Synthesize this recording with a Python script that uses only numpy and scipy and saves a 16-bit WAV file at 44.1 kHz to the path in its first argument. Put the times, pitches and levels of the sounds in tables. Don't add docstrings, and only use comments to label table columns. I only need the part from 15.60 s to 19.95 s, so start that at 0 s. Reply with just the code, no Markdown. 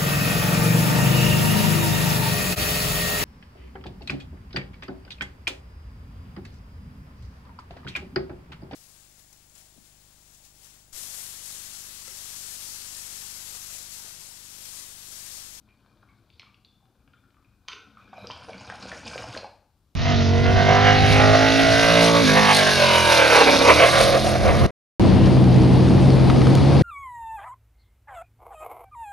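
import sys
import numpy as np
from scipy import signal
from scipy.fft import rfft, irfft, next_fast_len
from scipy.io import wavfile
from scipy.ndimage import uniform_filter1d, map_coordinates

SR = 44100
rng = np.random.default_rng(int(sys.argv[2]) if len(sys.argv) > 2 else 0)


def unload_wav(signal):
    wavfile.write(
        sys.argv[1],
        SR,
        np.round(np.clip(np.atleast_2d(signal).T, -1, 1) * 32767).astype(np.int16),
    )


N = 191913

# time_s, flow_db (re full flow)
DRAW_FLOW = [(0.0, -26.5), (0.35, -22), (1.15, -31), (1.6, -25), (2.0, -30.5), (2.16, -19), (2.36, -20.5),
             (2.6, -8.5), (2.8, -6), (3.02, -4.5), (3.32, 0.5), (3.78, 0.5), (3.82, -18)]
# start_s, swell_db
AIR_SLUGS = [(2.526, 4), (2.695, 7), (2.881, 5.5), (3.092, 4), (3.311, 3.5), (3.549, 4), (3.742, 3.5)]
# time_s, unevenness_db
GULP_DEPTH = [(2.6, 3.5), (3.3, 3.5)]
# freq_hz, level_db (per Hz)
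WATER_COLOUR = [(250, 3.5), (390, -21), (470, -5), (630, -3), (900, -1), (1250, -3), (1520, 4.5),
                (2000, -17), (2420, 3), (2800, -19), (4000, -1.5), (7000, -79)]
# freq_hz, width_hz, level_db
CHAMBER_MODES = [(477.6, 5, 11.5), (515, 24, -7.5), (606, 3.6, 9.5), (736, 12.4, 4), (934, 19, -26),
                 (1020, 33, 0.5), (1420, 27, -5.5), (1544, 23, -0.5), (2310, 57, 2), (2440, 46, -23)]
# freq_hz, level_db (per Hz)
SPRAY_COLOUR = [(1200, -5), (2400, -3), (3150, -3.5), (3700, -6.5), (5000, -0.5), (6200, -7), (6800, -6),
                (7300, -16.5), (8000, -12), (9500, -15), (11000, -26), (15000, -40)]
# freq_hz, width_hz, level_db
TUBE_MODES = [(57.7, 42, 0), (108.4, 29, -5.5), (195.6, 28, -1.5), (264, 23, -6), (315, 15, -27)]
# start_s, ring_peak_db, pitch_hz
LOUD_BUBBLES = [(0.0883, -55.5, 2430), (0.43, -52, 1140), (0.4882, -56, 2210), (0.87, -53.5, 1170),
                (1.2267, -59, 763), (1.5363, -51, 1404), (1.6388, -56, 1411), (1.768, -55.5, 1224),
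                (1.8468, -57.5, 2465), (2.135, -49.5, 436), (2.3712, -45, 1260), (2.5307, -37, 752),
                (2.5312, -42, 1160), (2.5805, -35, 682), (2.6432, -38, 465), (2.6711, -32.5, 4850),
                (2.7006, -31, 1000), (2.709, -29.5, 3090), (2.7161, -35.5, 4880), (2.7201, -39.5, 3160),
                (2.8856, -41, 716), (2.8947, -35, 636), (2.9321, -35, 2290), (2.9436, -45, 1500),
                (3.1, -29, 1590), (3.1236, -33, 765), (3.2258, -31.5, 4820), (3.2552, -35.5, 507),
                (3.317, -29.5, 1735), (3.3255, -32.5, 634), (3.4308, -35, 910), (3.478, -28, 5040),
                (3.5576, -31, 510), (3.5791, -30, 2440), (3.623, -34, 1570), (3.6406, -31, 700),
                (3.6838, -34.5, 704), (3.75, -33, 1670), (3.7652, -31, 590), (3.7747, -30, 4170),
                (3.7765, -36.5, 2510), (3.8316, -35, 544), (3.8445, -31.5, 840)]
# start_s, peak_db, low_db (re middle), high_db (re middle)
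GLASS_TAPS = [(.078, -54.5, 15, -11), (.248, -58, 14, -11), (.262, -49.5, 12, 4), (.702, -46, -24, -1),
              (.796, -34.5, 5, 10), (.819, -39.5, -1, -5), (.831, -42, 6, -25), (.944, -45, -14, -5),
              (1.048, -43.5, -16, 9), (1.477, -48, 1.5, -16), (1.534, -53.5, -18, -14),
              (1.744, -55, 6, -24), (2.084, -22.5, -5.5, -4), (2.12, -30.5, -11, -13),
              (2.131, -28.5, 0.5, -7.5), (2.372, -44, 5, -16)]
# freq_hz, width_hz, level_db
GLASS_MODES = [(1090, 46, -9.5), (1400, 20, 3), (2290, 180, 11), (2480, 26, -22.5), (3020, 53, -27),
               (3157, 390, 7), (3580, 89, 15), (4100, 28, -14), (5500, 23, 2)]
# freq_hz, level_db (per Hz)
GLASS_COLOUR = [(150, -28), (430, -9), (930, -3), (1020, 5.5), (1800, -5.5), (2600, 0.5), (4500, -1),
                (6400, -4.5), (6850, -19), (15000, -39)]
# start_s, level_db, pitch_hz, t60_s
GLASS_RINGS = [(1.048, -68, 3520, 0.71), (1.048, -67.5, 4640, 0.22), (.796, -48, 2340, 0.038),
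               (.796, -47, 4210, 0.019), (1.535, -75.5, 3500, 0.8), (2.084, -49.5, 1408, 0.78),
               (2.084, -47, 1080, 0.14)]
# start_s, end_s, pitch_hz, width_hz, level_db
STEM_WHISTLES = [(2.37, 2.53, 2440, 260, -69), (2.50, 2.69, 2440, 260, -59.5), (2.57, 2.67, 3920, 400, -60),
                 (2.53, 2.68, 11300, 500, -80.5), (2.82, 2.92, 9600, 1200, -72.5)]
# freq_hz, t60_s
ROOM_DECAY = [(100, 0.52), (300, 0.43), (800, 0.55), (3000, 0.49), (6000, 0.45), (12000, 0.6)]
# freq_hz, level_db (per Hz)
RUMBLE_COLOUR = [(10, -50), (24, -15), (38, -4), (65, -1.5), (105, -3.5), (160, -11.5), (280, -14.5),
                 (500, -24.5), (1300, -26), (2000, -37.5), (3000, -34.5), (4500, -32.5), (7300, -40.5),
                 (15500, -44.5)]
# freq_hz, threshold_db (per bin)
SUPPRESSOR_THRESHOLD = [(60, -60), (300, -58), (1000, -71.5), (3000, -81), (6000, -85), (11000, -68)]

STOP_S = 0.032
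SLUG_ATTACK_S, SLUG_HOLD_S, SLUG_RELEASE_S = 0.0031, 0.01, 0.048
SLUG_SPRAY, SLUG_HEAVE = 0.43, 0.53
GURGLE_DB, SPRAY_DB, FIZZ_DB, HEAVE_DB = -48, -49.5, -47, -49
SPRAY_GROWS, FIZZ_GROWS, HEAVE_GROWS = 1.48, 2.07, 0.67
FIZZ_HZ = 5800
LIFE_CYCLES, LIFE_AT_HZ, LIFE_GROWS = 17, 1020, 0.56
LIFE_DAMPED = 0.18
SPLASH_DB, SPLASH_GROWS, SPLASH_S = 0, 0.37, 0.003
SPLASH_SKIRT_DB = -14
GRIP_START_S, GRIP_END_S = 0.26, 2.1
GRIP_DB, GRIP_SPREAD_DB, GRIP_LOW_DB, GRIP_HIGH_DB = -62, 4, 6.5, -2
RUSTLE_DB, RUSTLE_END_S, RUSTLE_FADE_S = -80.5, 1.0, 0.091
RUB_S, RUB_WIDTH_S, RUB_DB = 0.75, 0.04, 14.5
TOP_HZ = 15600


def amp(db):
    return 10 ** (np.asarray(db) / 20)


def unit(x):
    return x / np.sqrt(np.mean(x ** 2) + 1e-20)


def along(points, hz):
    freq, value = np.transpose(points)
    return np.interp(np.log(hz + 1), np.log(freq + 1), value)


def filtered(x, response):
    n = x.shape[-1]
    padded = next_fast_len(n + SR // 4)
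    spectrum = rfft(x, padded) * response(np.fft.rfftfreq(padded, 1 / SR))
    return irfft(spectrum, padded)[..., :n]


def coloured(x, points):
    size = 4096
    gain = amp(along(points, np.fft.rfftfreq(size, 1 / SR)))
    cepstrum = irfft(np.log(gain))
    cepstrum[1:size // 2] *= 2
    cepstrum[size // 2 + 1:] = 0
    impulse = irfft(np.exp(rfft(cepstrum)))
    return signal.fftconvolve(x, impulse)[:len(x)]


def resonate(x, modes):
    def response(f):
        return sum(amp(db) * 1j * f * w / (c * c - f * f + 1j * f * w) for c, w, db in modes)
    return filtered(x, response)


def narrow(hz, width, size):
    noise = rng.standard_normal(size)
    return unit(filtered(noise, lambda f: 1 / (1 + (2 * (f - hz) / width) ** 4)))


def add(track, s, sound):
    part = track[max(round(s * SR), 0):][:len(sound)]
    part += sound[:len(part)]


def bubble(t, hz, life, rise):
    turns = t * hz
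    age = turns / life
    envelope = amp(-60 * age) * (1 - np.exp(-2 * turns))
    return envelope * np.sin(2 * np.pi * turns * (1 + rise * age / 2))


def swarm(rate, low_hz, high_hz, life, spread_db, size):
    u = rng.random((int(rate * N / SR), 5))
    hz = low_hz * (high_hz / low_hz) ** u[:, 1:2]
    lives = life * 2 ** (2 * u[:, 3:4] - 1)
    boost_db = spread_db * np.minimum(-np.log(u[:, 2:3]), 3)
    polarity = np.sign(u[:, 4:5] - .5)
    strength = amp(boost_db) * np.sqrt(hz / low_hz) * polarity
    grains = strength * bubble(np.arange(size) / SR, hz, lives, rise=0.26)
    where = (u[:, :1] * N).astype(int) + np.arange(size)
    return unit(np.bincount(where.ravel(), grains.ravel(), N)[:N])


def bubbling():
    t = np.arange(N) / SR
    flow_db = np.interp(t, *np.transpose(DRAW_FLOW))
    slug_db = slugs()
    drawing = np.clip(1 - (t - DRAW_FLOW[-1][0]) / STOP_S, 0, 1)
    gurgle_gain = amp(GURGLE_DB + flow_db + slug_db)
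    spray_gain = amp(SPRAY_DB + SPRAY_GROWS * flow_db + SLUG_SPRAY * slug_db)
    fizz_gain = amp(FIZZ_DB + FIZZ_GROWS * flow_db + SLUG_SPRAY * slug_db)
    heave_gain = amp(HEAVE_DB + HEAVE_GROWS * flow_db + SLUG_HEAVE * slug_db)
    gulps = surges(rate=70)

    mass = swarm(rate=750, low_hz=391.0, high_hz=3660, life=12.5, spread_db=1.5, size=1600)
    chamber = unit(resonate(mass, CHAMBER_MODES))
    body = unit(unit(coloured(mass, WATER_COLOUR)) + amp(-8.5) * chamber)

    droplets = swarm(rate=2000, low_hz=2033, high_hz=13400, life=23.0, spread_db=3.5, size=600)
    drops = unit(coloured(droplets, SPRAY_COLOUR))
    coarse = filtered(drops, lambda hz: 1 / (1 + (hz / FIZZ_HZ) ** 10))
    fizz = drops - coarse

    rocking = swarm(rate=400, low_hz=55.7, high_hz=372.5, life=4.0, spread_db=2.5, size=2000)
    churn = resonate(rocking, TUBE_MODES)
    column = unit(coloured(churn, [(25, -17), (50, -7.0), (100, 5)]))

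    gulping = gulps * (gurgle_gain * body + spray_gain * coarse + fizz_gain * fizz)
    return drawing * (gulping + heave_gain * column)


def slugs():
    t = np.arange(N) / SR
    corners = np.cumsum([0, SLUG_ATTACK_S, SLUG_HOLD_S, SLUG_RELEASE_S])
    return sum(db * np.interp(t - s, corners, [0, 1, 1, 0]) for s, db in AIR_SLUGS)


def surges(rate):
    t = np.arange(N) / SR
    knots = rng.standard_normal(int(N * rate / SR) + 4)
    depth_db = np.interp(t, *np.transpose(GULP_DEPTH))
    wander = map_coordinates(knots, [t * rate])
    return amp(depth_db * wander - depth_db ** 2 * np.log(10) / 20)


def plops():
    out = np.zeros(N)
    t = np.arange(SR // 10) / SR
    for s, db, hz in LOUD_BUBBLES:
        flow_db = np.interp(s, *np.transpose(DRAW_FLOW))
        life = LIFE_CYCLES * (hz / LIFE_AT_HZ) ** LIFE_GROWS * amp(-LIFE_DAMPED * flow_db)
        ring = bubble(t, hz, life, rise=0.033)
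        burst = rng.standard_normal(len(t)) * np.exp(-t / SPLASH_S)
        around_pitch = [(hz / 10, -40), (hz / 3, SPLASH_SKIRT_DB), (hz, 0),
                        (hz * 3, SPLASH_SKIRT_DB), (hz * 10, -40)]
        splash = coloured(burst, around_pitch)
        splash = coloured(splash, [(5500, 0), (7000, -22), (12000, -22.5)])
        splash_gain = amp(SPLASH_DB + SPLASH_GROWS * flow_db)
        plop = ring / np.abs(ring).max() + splash_gain * splash / np.abs(splash).max()
        add(out, s, amp(db) * plop)
    return out


def bowl():
    out = np.zeros(N)
    t = np.arange(SR // 2) / SR
    for s, db, hz, t60 in GLASS_RINGS:
        add(out, s, amp(db - 60 * t / t60) * narrow(hz, width=230, size=len(t)))
    stroke = np.interp(t, [0, .003, .03, .04, .054, .06], [0.83, 0.83, 0.2, 0.71, 1, 0.041])
    slips = rng.standard_normal(len(t)) * (rng.random(len(t)) < .025)
    add(out, 2.080, amp(-57.5) * contact(slips * stroke, ring_db=-5.5))
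    return out


def taps(count=12):
    out = np.zeros(N)
    for s, db, low_db, high_db in GLASS_TAPS:
        add(out, s, tap(db, low_db, high_db))
    for k in range(count):
        s = GRIP_START_S + (GRIP_END_S - GRIP_START_S) * (k + rng.random()) / count
        db = GRIP_DB + GRIP_SPREAD_DB * rng.standard_normal()
        add(out, s, tap(db, GRIP_LOW_DB, GRIP_HIGH_DB))
    return out


def tap(db, low_db, high_db):
    t = np.arange(SR // 5) / SR
    force = rng.standard_normal(len(t)) * np.exp(-t / 0.0016)
    soft_db = min(0, 0.89 * (db + 25))
    tone = [(1400, low_db), (2400, 0), (3800, high_db), (5000, high_db), (6000, high_db + soft_db)]
    hit = coloured(contact(force, ring_db=-17), tone)
    return amp(db) * hit / np.abs(hit).max()


def contact(force, ring_db):
    ring = unit(resonate(force, GLASS_MODES))
    return unit(coloured(unit(force) + amp(ring_db) * ring, GLASS_COLOUR))


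def whistles():
    out = np.zeros(N)
    for start, end, hz, width, db in STEM_WHISTLES:
        size = max(int((end - start) * SR), 64)
        add(out, start, amp(db) * signal.windows.tukey(size, .5) * narrow(hz, width, size))
    return out


def rustling():
    t = np.arange(N) / SR
    rub = np.exp(-((t - RUB_S) / RUB_WIDTH_S) ** 2)
    fade = np.clip(1 - (t - RUSTLE_END_S) / RUSTLE_FADE_S, 0, 1)
    grains = swarm(rate=850, low_hz=2980, high_hz=4800, life=32, spread_db=7, size=400)
    return amp(RUSTLE_DB + RUB_DB * rub) * fade * grains


def room(x, count=22):
    out = np.zeros(N)
    hop = N // count + 1
    for start in range(0, N, hop):
        hz, t, z = signal.stft(rng.standard_normal(SR // 2), SR, nperseg=256)
        decay = amp(-60 * t / along(ROOM_DECAY, hz)[:, None])
        tail = signal.istft(z * decay, SR, nperseg=256)[1]
        answer = signal.fftconvolve(x[start:start + hop], tail / np.linalg.norm(tail))
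        add(out, start / SR + .004, answer)
    return out


def background():
    noise = rng.standard_normal(N)
    return amp(-64.0) * unit(filtered(noise, lambda hz: amp(along(RUMBLE_COLOUR, hz))))


def suppress(x, depth_db, knee_db):
    hz, _, z = signal.stft(x, SR, nperseg=1024)
    smooth = uniform_filter1d(np.abs(z) ** 2, size=7, axis=0)
    power = np.abs(uniform_filter1d(smooth, size=3, axis=1))
    over_db = 10 * np.log10(power + 1e-20) - along(SUPPRESSOR_THRESHOLD, hz)[:, None]
    gain = amp(depth_db * np.clip(.5 - over_db / knee_db, 0, 1))
    return signal.istft(z * gain, SR, nperseg=1024)[1][:N]


def scene():
    bubbles = plops()
    rest = bubbling() + whistles() + rustling() + taps() + bowl()
    shielded = amp(np.interp(np.arange(N) / SR, [2.3, 2.5], [6, 0]))
    reverb = amp(-1.5) * room(shielded * bubbles + rest)
    heard = bubbles + rest + reverb + background()
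    return np.array([heard, heard])


def record(dry):
    pair = np.array([dry[0], suppress(dry[1], depth_db=-5.0, knee_db=3.5)])
    hiss = amp(-80.0) * rng.standard_normal((2, N))
    return filtered(pair + hiss, lambda hz: hz < TOP_HZ)


dry = scene()
out = record(dry)
unload_wav(out)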